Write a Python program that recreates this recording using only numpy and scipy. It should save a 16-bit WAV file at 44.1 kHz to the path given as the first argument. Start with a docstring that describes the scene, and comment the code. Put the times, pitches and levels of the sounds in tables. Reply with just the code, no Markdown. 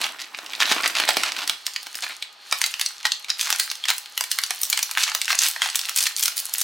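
"""Crinkly plastic film snaps and crumples: hands pull a small foil sachet out of a bag, turn it and pinch its seam.
Single creases snap as a click with a short flutter; collapsing folds are flurries of tiny clicks with larger cracks.
Between them the film rustles: filtered clicks and hiss follow how firmly the fingers slide.
A small room adds a fading noise tail to every film sound; soft air noise and a thin two-tone whine lie below."""
import sys
import numpy as np
from scipy import signal
from scipy.fft import rfft, irfft
from scipy.io import wavfile
from scipy.ndimage import uniform_filter1d, minimum_filter1d

SR = 44100
rng = np.random.default_rng(int(sys.argv[2]) if len(sys.argv) > 2 else 0)


def generate_wav(signal):
    """Clip the signal to [-1, 1] and save it as 16-bit WAV at the path in sys.argv[1]."""
    frames = np.transpose(np.atleast_2d(signal))
    scaled = np.clip(frames, -1, 1) * 32767
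    pcm = np.round(scaled).astype(np.int16)
    wavfile.write(sys.argv[1], SR, pcm)


N = 292383  # length in samples
TIME = np.arange(N) / SR
TOP_HZ = 16300  # no sound is wanted above this
SIZE = 2048  # samples in a filter or in one crease sound
FREQS = np.maximum(np.fft.rfftfreq(SIZE, 1 / SR), 1)
BAG_STILL_S, BAG_GONE_S = 1.56, 2.15  # the bag's rustle stops; later snaps and folds are the sachet's
LOADING_S = 0.012  # a crease is loaded for this long before it flips

# folds that collapse: (start [s], length [s], level before mixing [dB], pitch of the facets [Hz])
FOLDS = [(0.004, 0.065, -28, 3280), (0.185, 0.044, -34, 5830), (0.598, 0.036, -21, 3080),
         (0.65, 0.09, -22.5, 3540), (0.749, 0.067, -28.5, 1620), (0.826, 0.041, -23.5, 2340),
         (0.951, 0.091, -23.5, 2930), (1.077, 0.033, -25, 2340), (1.161, 0.15, -29.5, 2630),
         (1.353, 0.098, -29.5, 3780), (2.018, .035, -29, 3340), (2.085, 0.05, -36.5, 1940),
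         (3.053, .018, -25.5, 2900), (3.283, 0.027, -32.5, 1900), (3.384, 0.097, -29, 4600),
         (3.456, 0.097, -30, 2420), (3.878, .034, -22.5, 2650), (4.977, 0.073, -24, 3380),
         (5.066, 0.054, -29.5, 1510), (5.276, .055, -22.5, 2270), (5.4, .088, -20, 7000),
         (5.621, 0.072, -26, 1740), (5.955, 0.044, -20.5, 8000), (6, 0.051, -23.5, 7800),
         (6.049, .028, -23.5, 4700), (6.172, 0.042, -26.5, 11300), (6.22, 0.045, -20, 12700),
         (6.355, 0.051, -25.5, 15400), (6.586, .02, -32, 11100)]


def undb(db):
    """Turn decibels into a plain factor."""
    return 10 ** (np.asarray(db) / 20)


def unit(x):
    """Scale a signal to an average (RMS) level of 1."""
    return x / np.sqrt(np.mean(x ** 2) + 1e-18)


def colour(points, freqs=FREQS):
    """Draw a smooth gain curve through (frequency [Hz], level [dB]) points."""
    hz, db = np.transpose(points)
    return undb(np.interp(np.log(freqs), np.log(hz), db))


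def ring(x, gain, spread_s=0.0):
    """Pass x through a body with this gain that rings only after it is struck; bass waves arrive after treble."""
    # folding the cepstrum puts the body's energy as early as possible
    cepstrum = irfft(np.log(gain + 1e-9))
    cepstrum[1:SIZE // 2] *= 2
    cepstrum[SIZE // 2 + 1:] = 0
    # bending waves: the delay grows as 1 / sqrt(frequency), from spread_s / 4 at the highest frequency
    lag = 2 * np.pi * spread_s * np.sqrt(FREQS * FREQS[-1]) / 2
    response = irfft(np.exp(rfft(cepstrum) - 1j * lag))[:SIZE // 2]
    return signal.oaconvolve(x, response)


def add(out, s, sound):
    """Mix a sound in at time s."""
    start = max(int(s * SR), 0)
    part = sound[:max(N - start, 0)]
    out[start:start + len(part)] += part


def facet(s, hz, q, sheet=0.084, ripple_db=3.0, count=40):
    """A damped facet of film stands out of its sheet's broad sound, with uneven side resonances of its own."""
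    # broad sound of each film: (frequency [Hz], level [dB])
    bag_colour = [(60, -34), (150, -12.5), (287, -4), (470, -9), (730, -1), (1200, -1), (2100, -1),
                  (4200, -2), (10000, -14), (15500, -19)]
    sachet_colour = [(120, -50), (290, -27.5), (470, -26.5), (720, -7.5), (1300, -4), (2300, -2),
                     (3200, -1), (4900, -1.5), (10000, -6.5), (15500, -12)]
    film = colour(bag_colour if s < BAG_GONE_S else sachet_colour)
    detune = q * (FREQS / hz - hz / FREQS)
    resonance = 1 / (1 + detune ** 2)
    ripple_hz = np.geomspace(500, TOP_HZ, count)
    ripple = colour(np.transpose([ripple_hz, ripple_db * rng.standard_normal(count)]))
    return film * ripple * (sheet + resonance)


def crackle(count, per_s, spread_db, hiss):
    """Tiny buckles click at random moments, a few much larger than the rest, over friction hiss."""
    sizes = undb(spread_db * np.minimum(rng.exponential(size=count), 3))
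    clicks = (rng.random(count) < per_s / SR) * sizes * rng.choice([-1, 1], count)
    return unit(clicks) + hiss * rng.standard_normal(count)


def background(air_db=-53.0):
    """Soft room noise is filtered noise, wider than mono; the steady thin whine is two sine waves."""
    # sound of the quiet room: (frequency [Hz], level [dB])
    air_colour = [(25, -15), (100, -10), (290, 2), (550, 8), (1200, 14.5), (4000, 7), (8000, -17),
                  (16000, -28)]
    # steady whine: (frequency [Hz], level [dB])
    whine_tones = [(823, -64.5), (1233, -62.5)]
    mid, side = (unit(ring(rng.standard_normal(N), colour(air_colour))[:N]) for _ in range(2))
    air = undb(air_db) * np.array([mid + side / 2, mid - side / 2])
    whine = sum(np.sqrt(2) * undb(db) * np.sin(2 * np.pi * hz * TIME) for hz, db in whine_tones)
    return air + whine


def effort(settle_db=-19.5, settle_s=0.031):
    """The film moves as the fingers slide, and goes on settling for a moment after each fold collapses."""
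    # how firmly the fingers slide over the film: (time [s], level [dB])
    finger_slide = [(0, -35), (0.25, -44), (0.7, -33.5), (1.2, -33.5), (1.6, -41), (2.05, -38.5),
                    (2.36, -46.5), (2.52, -36.5), (3.25, -43), (3.5, -37.5), (3.93, -40.5), (4.08, -41),
                    (4.28, -40), (4.8, -34.5), (5.1, -38.5), (5.9, -32.5), (6.12, -41), (6.6, -36.5)]
    motion = undb(np.interp(TIME, *np.transpose(finger_slide)))
    for s, length, db, hz in FOLDS:
        settling = undb(db + settle_db) * np.exp(-TIME[:SR // 2] / settle_s)
        add(motion, s + length, settling)
    return motion


def ticks(s, per_s, lowest_hz, q=1.24, spread_s=0.000785, count=9):
    """Small facets of different pitch tick independently, each with a colour of its own."""
    total = 0
    for hz in np.geomspace(lowest_hz, TOP_HZ, count):
        grains = crackle(N, per_s, spread_db=6.5, hiss=0.55)
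        total = total + ring(grains, facet(s, hz, q), spread_s)[:N]
    return unit(total)


def rustle(bag_db=-1, tick_db=-2, slide_db=-7, slide_hz=3800, firm_db=-38, bag_firm_db=-37):
    """A harder pull makes the bag crackle more; the sachet hisses under a light touch and ticks under a firm one."""
    motion = effort()
    # both reach their full value of 1 once the movement is firm
    grip = np.minimum(motion / undb(firm_db), 1)
    pull = np.minimum(motion / undb(bag_firm_db), 1)
    bag = undb(bag_db) * np.sqrt(pull) * ticks(0, per_s=90, lowest_hz=302)
    sachet = undb(tick_db) * grip ** 2 * ticks(BAG_GONE_S, per_s=16, lowest_hz=810)
    hiss = ring(rng.standard_normal(N), facet(BAG_GONE_S, slide_hz, 0.97, sheet=0.04))[:N]
    slide = undb(slide_db) * unit(hiss)
    return motion * np.where(TIME < BAG_STILL_S, bag, slide + sachet)


def buckle(s, hz, q, flutter=0.11, flutter_s=0.0026, shiver=0.027, shiver_s=0.0066,
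           jerk=0.41, jerk_s=0.0033, creak=0.016, creak_s=0.013, spread_s=0.000142):
    """A crease creaks as it is loaded, flips with a click and two more jerks, and the sheet flutters briefly."""
    lead, window = int(LOADING_S * SR), int(0.004 * SR)
    t = TIME[:SIZE] - lead / SR  # the flip is at zero
    before = creak * np.exp(-np.abs(t) / creak_s)
    after = flutter * np.exp(-np.abs(t) / flutter_s) + shiver * np.exp(-np.abs(t) / shiver_s)
    push = rng.standard_normal(SIZE) * np.where(t < 0, before, after)
    push[lead] += 1
    jerk_moments = lead + (rng.random(2) * jerk_s * SR).astype(int)
    push[jerk_moments] += jerk * rng.uniform(-1.32, 1, 2)
    sound = ring(push * rng.choice([-1, 1]), facet(s, hz, q), spread_s)
    # level 1 over the first 4 ms of the flip
    return sound / np.sqrt(np.mean(sound[lead:lead + window] ** 2))


def snaps():
    """Single creases flip as the fingers change their grip."""
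    # creases: (time [s], level over 4 ms before mixing [dB], pitch of the facet [Hz], resonance sharpness [Q])
    creases = [(0.0152, -22.5, 7900, 0.29), (0.0424, -19.5, 3200, 1.3), (0.347, -28, 2810, 0.78),
               (0.388, -29, 1690, 0.11), (0.5342, -26, 2520, .9), (0.6226, -15, 1800, 1.2),
               (0.7146, -14.5, 2360, 0.07), (0.8598, -17, 1180, 0.16), (1.000, -16, 3400, 0.062),
               (1.089, -10, 10960, 0.027), (1.1692, -13.5, 3880, .05), (1.2349, -15.5, 4030, 0.31),
               (1.4763, -22, 10960, 0.42), (1.4963, -14.5, 6260, 0.27), (1.6661, -19, 8080, 0.6),
               (1.762, -20.5, 4650, 0.36), (1.8682, -31, 5100, 0.12), (1.9539, -26, 14000, .4),
               (2.2247, -23.5, 3350, 1.7), (2.5254, -12.5, 840, 0.14), (2.6156, -15, 3930, 0.31),
               (2.64, -13.5, 3000, 0.64), (2.6625, -20.5, 7040, .55), (2.7399, -23, 2900, 0.54),
               (2.796, -23, 1770, 0.084), (2.8129, -16, 4740, 0.26), (2.862, -17.5, 5300, 1.9),
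               (3.0531, -14, 700, 0.2), (3.1197, -14.5, 4250, 1.3), (3.245, -31, 3230, .7),
               (3.302, -16, 4800, 2.5), (3.4115, -16.5, 5560, .7), (3.5033, -16.5, 6320, 0.025),
               (3.5266, -16, 1970, 0.16), (3.5975, -9, 6760, 0.21), (3.701, -25, 5160, 1.4),
               (3.7147, -22, 3500, 0.092), (3.8392, -21.5, 3420, 5.8), (3.8544, -23.5, 2780, 0.3),
               (3.9028, -14, 1690, 0.064), (3.9815, -25, 13700, 0.52), (4.177, -18, 10960, .1),
               (4.209, -17, 3600, 0.032), (4.2396, -24, 4950, 0.29), (4.315, -13.5, 14000, 0.19),
               (4.3874, -16.5, 2780, 0.19), (4.4369, -17.5, 4470, 0.45), (4.5071, -18, 1400, 0.21),
               (4.6152, -21.5, 13170, 1.6), (4.6328, -15, 13900, .5), (4.7003, -16, 14000, 0.43),
               (4.7283, -12.5, 4260, 0.47), (4.7748, -17, 4470, 0.23), (4.7912, -20, 3070, 0.22),
               (4.8286, -15.5, 14000, 0.24), (4.9123, -22.5, 14000, 0.062), (4.9737, -15, 1360, 1.8),
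               (5.0348, -14, 6270, 0.7), (5.1493, -14.5, 6500, 0.033), (5.2158, -17.5, 3830, 0.56),
               (5.3037, -18.5, 1640, 2.5), (5.3527, -22.5, 7900, 1.2), (5.389, -9.5, 6500, 1.1),
               (5.6192, -14, 1660, 0.36), (5.7563, -13, 12390, .27), (5.792, -21, 6000, 0.24),
               (5.8937, -21.5, 14000, 0.082), (6.1646, -21, 7800, 1.1), (6.2806, -17, 10310, 0.12),
               (6.4545, -25.5, 10900, 1.8), (6.5379, -17.5, 13100, 0.55), (6.5828, -21, 9700, 1.8),
               (6.614, -15, 8000, 0.53)]
    out = np.zeros(N)
    for s, db, hz, q in creases:
        add(out, s - LOADING_S, undb(db) * buckle(s, hz, q))
    return out


def crumples(q=0.29, octaves=1.0, per_s=420, spread_s=0.00081, count=4):
    """A fold gives way: a few facets of different pitch chatter, each in its own flurry of clicks."""
    out = np.zeros(N)
    chatter = [crackle(N, per_s, spread_db=3.5, hiss=0.28) for _ in range(count)]
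    for s, length, db, hz in FOLDS:
        start, size = max(int(s * SR), 0), max(int(length * SR), 2)
        progress = np.linspace(0, 1, size)
        sound = 0
        for grains, step in zip(chatter, np.linspace(-1, 1, count)):
            # each flurry is strongest at its own random moment
            swell = np.exp(-((progress - rng.random()) / 0.5) ** 2)
            flurry = signal.windows.tukey(size, 0.3) * swell
            body = facet(s, hz * 2 ** (octaves * step), q)
            sound = sound + ring(grains[start:start + size] * flurry, body, spread_s)
        add(out, s, sound * undb(db) / np.sqrt(np.mean(sound[:size] ** 2)))
    return out


def cascades(above_db=4, scatter_db=1.5, octaves=0.57, q=0.66, count=3):
    """Each fold trips a few larger creases in turn: cracks near its pitch, with weak shiver and strong jerks."""
    out = np.zeros(N)
    for s, length, db, hz in FOLDS:
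        moments = s + length * (np.arange(count) + rng.random(count)) / count
        for moment, (size, step) in zip(moments, rng.standard_normal((count, 2))):
            pitch = hz * 2 ** (octaves * step)
            crack = buckle(moment, pitch, q, flutter=0.12, shiver=0.014, jerk=0.62)
            add(out, moment - LOADING_S, undb(db + above_db + scatter_db * size) * crack)
    return out


def strays(above_db=9, scatter_db=4, centre_hz=4500, octaves=1.76, q=0.67, firm_db=-37, count=55):
    """Now and then a small crease flips anywhere in the film, strongly only while the grip is firm."""
    out, motion = np.zeros(N), effort()
    load = motion * np.minimum(motion / undb(firm_db), 1)
    moments = TIME[-1] * (np.arange(count) + rng.random(count)) / count
    for s, (size, step) in zip(moments, rng.uniform(-0.92, 1, (count, 2))):
        strength = np.interp(s, TIME, load) * undb(above_db + scatter_db * size)
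        add(out, s - LOADING_S, strength * buckle(s, centre_hz * 2 ** (octaves * step), q))
    return out


def room(x, wet_db=-9.0, t60=0.31, treble_t60=0.27, split_hz=6000, gap_s=0.004):
    """The room answers after a few milliseconds with fading noise; the treble dies first and stays narrow."""
    t = TIME[:SR // 2]
    width, treble_width = 0.58, 0.25  # left-right difference against the middle
    tails = 0
    for kind, decay_s, spread in (("low", t60, width), ("high", treble_t60, treble_width)):
        band = signal.butter(2, min(split_hz, SR / 3), kind, fs=SR, output="sos")
        fade = np.exp(-np.log(1000) * t / decay_s) * (t > gap_s)  # falls by 60 dB in decay_s
        mid, side = signal.sosfilt(band, rng.standard_normal((2, len(t)))) * fade
        tails = tails + np.array([mid + spread * side, mid - spread * side])
    tails = tails / np.sqrt(np.sum(tails.mean(axis=0) ** 2))
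    return x + undb(wet_db) * signal.fftconvolve(x, tails, axes=1)[:, :N]


def scene(snap_db=1.93, crumple_db=-2.0):
    """All the film sounds come from between the hands, a little to the right, over the room's background."""
    film = undb(snap_db) * snaps() + undb(crumple_db) * crumples() + cascades() + strays() + rustle()
    # left minus right: the bag is held further to the right
    bag_pan_db, sachet_pan_db = -1.1, -0.4
    pan_db = np.interp(TIME, [BAG_STILL_S, BAG_GONE_S], [bag_pan_db, sachet_pan_db])
    stereo = film * undb(np.array([pan_db, -pan_db]) / 2)
    return room(stereo) + background()


def record(dry, ceiling=0.82):
    """A fast limiter holds down the tallest peaks; a steep filter before and after it cuts the top."""
    top_cut = signal.ellip(10, 0.2, 70, TOP_HZ, fs=SR, output="sos")
    sound = signal.sosfilt(top_cut, dry)
    hold = int(0.001 * SR)
    wanted = np.minimum(1, ceiling / (np.abs(sound).max(axis=0) + 1e-9))
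    # hold the lowest gain around each peak, then smooth it
    gain = uniform_filter1d(minimum_filter1d(wanted, hold), hold)
    return signal.sosfilt(top_cut, sound * gain)


dry = scene()
out = record(dry)
generate_wav(out)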